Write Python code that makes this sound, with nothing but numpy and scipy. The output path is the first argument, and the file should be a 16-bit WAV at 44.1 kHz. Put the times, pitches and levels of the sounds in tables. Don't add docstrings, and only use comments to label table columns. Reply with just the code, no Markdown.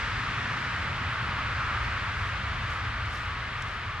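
import sys
import numpy as np
from scipy import signal
from scipy.fft import rfft, irfft, next_fast_len
from scipy.io import wavfile
from scipy.ndimage import uniform_filter1d, map_coordinates

SR = 44100
rng = np.random.default_rng(int(sys.argv[2]) if len(sys.argv) > 2 else 0)


def wav_out(sig):
    wavfile.write(sys.argv[1], SR, np.round(np.clip(np.atleast_2d(sig).T, -1, 1) * 32767).astype(np.int16))


N = 176400


def amp(db):
    return 10 ** (np.asarray(db) / 20)


def unit(x):
    return x / np.sqrt(np.mean(x ** 2) + 1e-20)


def along(points, hz):
    freqs, values = np.transpose(points)
    return np.interp(np.log(hz + 1), np.log(freqs + 1), values)


def curve(rows):
    return np.interp(np.arange(N) / SR, *np.transpose(rows))


def wobble(rate):
    return map_coordinates(rng.standard_normal(400), [np.arange(N) * rate / SR], mode="wrap")


def filtered(x, response):
    size = next_fast_len(N + SR // 2)
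    return irfft(rfft(x, size) * response(np.fft.rfftfreq(size, 1 / SR)), size)[..., :N]


def patchy_noise(depth_db):
    spectra = signal.stft(rng.standard_normal((2, N)), nperseg=512)[2]
    patches = uniform_filter1d(rng.standard_normal(spectra.shape[1:]), size=7, axis=0)
    patches = uniform_filter1d(patches, size=30, axis=1, mode="wrap")
    return signal.istft(spectra * amp(depth_db * unit(patches)), nperseg=512)[1][:, :N]


# frequency in Hz, left-right likeness from 0 (wide) to 1 (mono).
PORT_LIKENESS = [(30, .98), (70, .994), (150, .994), (330, .975), (700, .89), (1050, .84), (1400, .87),
                 (2500, .82), (4000, .71), (5000, .45), (6300, .13), (12000, .05)]
# frequency in Hz, left over right in dB.
PORT_BALANCE = [(100, 0.63), (1300, -0.12), (2400, 0.89), (4200, 2.2), (6500, -0.11), (12000, -1)]
LEFT_RIGHT = np.array([[.5], [-.5]])
RIGHT_LEAD_S = 43e-6


def at_ports(pair, colour):
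    def mid_side(hz):
        width = np.arccos(np.clip(along(PORT_LIKENESS, hz), -1, 1)) / 2
        return amp(along(colour, hz)) * [np.cos(width), np.sin(width)]

    def placement(hz):
        delay = np.exp(-2j * np.pi * hz * LEFT_RIGHT * RIGHT_LEAD_S)
        return amp(LEFT_RIGHT * along(PORT_BALANCE, hz)) * delay

    mid, side = filtered(pair, mid_side)
    return unit(filtered(np.array([mid + side, mid - side]), placement))


# time in seconds, level in dB.
RUSH_LEVEL = [(0, -33.5), (.45, -33), (.9, -33), (1.35, -32.5), (1.7, -33), (2.05, -33), (2.45, -34),
              (2.75, -34), (3.1, -35), (3.5, -35), (4, -36.2)]
GUST_LEVEL = [(0, -59), (.4, -53), (.58, -38.5), (.95, -51), (1.15, -35), (1.3, -55), (1.5, -39),
              (1.66, -34.5), (1.95, -41.5), (2.5, -57), (2.7, -39), (2.95, -54), (4, -48)]
FOLIAGE_LEVEL = [(0, -35), (.4, -38), (.8, -40), (1.2, -45.5), (1.75, -40), (2.1, -43.5), (2.7, -44.5),
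                 (4, -52)]
# frequency in Hz, relative level in dB.
RUSH_COLOUR = [(20, -58), (150, -18), (330, -13.5), (480, -12.5), (780, -9), (930, -4.5), (1040, -4),
               (1180, 1.3), (1450, -0.5), (2050, -3.5), (3000, -10), (4400, -18.5), (6300, -30),
               (9000, -39.5), (12000, -53.5), (15500, -78)]
GUST_COLOUR = [(700, -64), (1050, -10), (1250, -3), (1450, -5), (1750, -10.5), (2600, -26), (6000, -70)]
FOLIAGE_COLOUR = [(300, -90), (700, -20), (1300, 0), (1900, 2), (3000, -11.5), (5000, -16.5), (8000, -30),
                  (11000, -45), (15000, -57)]
# time in seconds, left over right in dB.
CROWN_PAN = [(0, 0.5), (.7, 0.2), (1.3, -0.1), (2.2, 0.3), (3, 0.6), (4, 1)]


def wind_in_crowns():
    rush = amp(curve(RUSH_LEVEL)) * at_ports(patchy_noise(depth_db=0.33), RUSH_COLOUR)
    whoosh = amp(curve(GUST_LEVEL)) * at_ports(rng.standard_normal((2, N)), GUST_COLOUR)
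    hiss = amp(curve(FOLIAGE_LEVEL)) * at_ports(patchy_noise(depth_db=1.2), FOLIAGE_COLOUR)
    return (rush + whoosh + hiss) * amp(LEFT_RIGHT * curve(CROWN_PAN))


# time in seconds, level in dB.
SUB_LEVEL = [(0, -45), (.3, -41), (.55, -55), (1.4, -51), (1.95, -46), (2.2, -41), (2.5, -41.5), (2.9, -43),
             (3.2, -45), (3.6, -47)]
BODY_LEVEL = [(0, -37.5), (.65, -41), (.95, -37), (1.3, -37.5), (1.75, -33), (2.4, -36), (3, -37),
              (3.5, -41), (4, -40)]
UPPER_LEVEL = [(0, -47), (.4, -41), (.8, -44), (1.3, -43), (1.8, -52.5), (2.4, -49.5), (3.3, -50), (4, -51)]
# frequency in Hz, relative level in dB.
SUB_COLOUR = [(10, -30), (25, -15), (42, 5), (62, 6.5), (85, -20), (140, -10), (600, -120)]
BODY_COLOUR = [(12, -26), (25, -15), (42, -12.5), (62, -2), (84, 0.5), (97, -0.5), (108, 0), (123, -3.5),
               (136, -15.5), (200, -18), (320, -33.5), (800, -69), (3000, -120)]
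UPPER_COLOUR = [(30, -70), (70, -44), (110, 4), (150, 4), (200, -5.5), (250, -4), (320, -13.5), (600, -26),
                (2000, -120)]


def far_rumble():
    bands = [(SUB_LEVEL, SUB_COLOUR), (BODY_LEVEL, BODY_COLOUR), (UPPER_LEVEL, UPPER_COLOUR)]
    return sum(amp(curve(level)) * at_ports(rng.standard_normal((2, N)), colour)
               for level, colour in bands)


# frequency in Hz, relative level in dB.
LEAF_COLOUR = [(1000, -22), (3000, -5), (5500, 7.5), (8000, -1.5), (11000, -8), (15500, -19)]
# peak time in seconds, rise and fall time constant in seconds, level in dB.
RUSTLE_SWELLS = [(.81, .03, -65), (1.15, .3, -70), (1.85, .03, -64), (2.25, .08, -61), (2.735, 0.079, -60),
                 (3.15, 0.048, -56.5), (3.24, 0.07, -66), (3.624, 0.015, -57), (3.7, 0.07, -64)]
CONTACTS_PER_S, CONTACT_SPREAD_DB, STIR_DB = 1800, 1, -76
CLUMPS_PER_S, CLUMP_DB = 24, 1.5


def rustling_leaves():
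    t = np.arange(N) / SR
    contacts = rng.random((3, N)) < CONTACTS_PER_S / SR
    grains = contacts * rng.standard_normal((3, N))
    grains *= amp(-CONTACT_SPREAD_DB * rng.standard_normal((3, N)))
    clumped = (grains[:2] + grains[2]) * amp(CLUMP_DB * wobble(CLUMPS_PER_S))
    crackle = unit(filtered(clumped, lambda hz: amp(along(LEAF_COLOUR, hz))))
    swells = sum(amp(db) * np.exp(-np.abs(t - peak_s) / fade_s) for peak_s, fade_s, db in RUSTLE_SWELLS)
    return crackle * (amp(STIR_DB) + swells)


# start in seconds, peak level in dB, band centre in Hz.
SNAPS = [(1.605, -50, 5500), (2.735, -43, 7000), (3.058, -47, 9000), (3.14, -47, 11000), (3.172, -45, 7000),
         (3.622, -37, 6200), (3.686, -48, 8000)]
SNAP_WIDTH_OCT, SNAP_T60_S = 0.7, 0.022


def leaf_ticks():
    t = np.arange(N) / SR
    out = np.zeros((2, N))
    for start_s, peak_db, centre_hz in SNAPS:
        noise = rng.standard_normal((3, N))
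        decay = (t >= start_s) * np.exp(-np.log(1000) * np.abs(t - start_s) / SNAP_T60_S)
        burst = (noise[:2] + noise[2]) * decay
        register = lambda hz: np.exp(-.5 * (np.log2((hz + 1) / centre_hz) / SNAP_WIDTH_OCT) ** 2)
        snap = filtered(burst, lambda hz: amp(along(LEAF_COLOUR, hz)) * register(hz))
        out += amp(peak_db) * snap / np.abs(snap).max()
    return out


def scene():
    return far_rumble() + wind_in_crowns() + rustling_leaves() + leaf_ticks()


BAND_LIMIT_HZ = 15650


def record(dry):
    return filtered(dry, lambda hz: hz < BAND_LIMIT_HZ)


dry = scene()
out = record(dry)
wav_out(out)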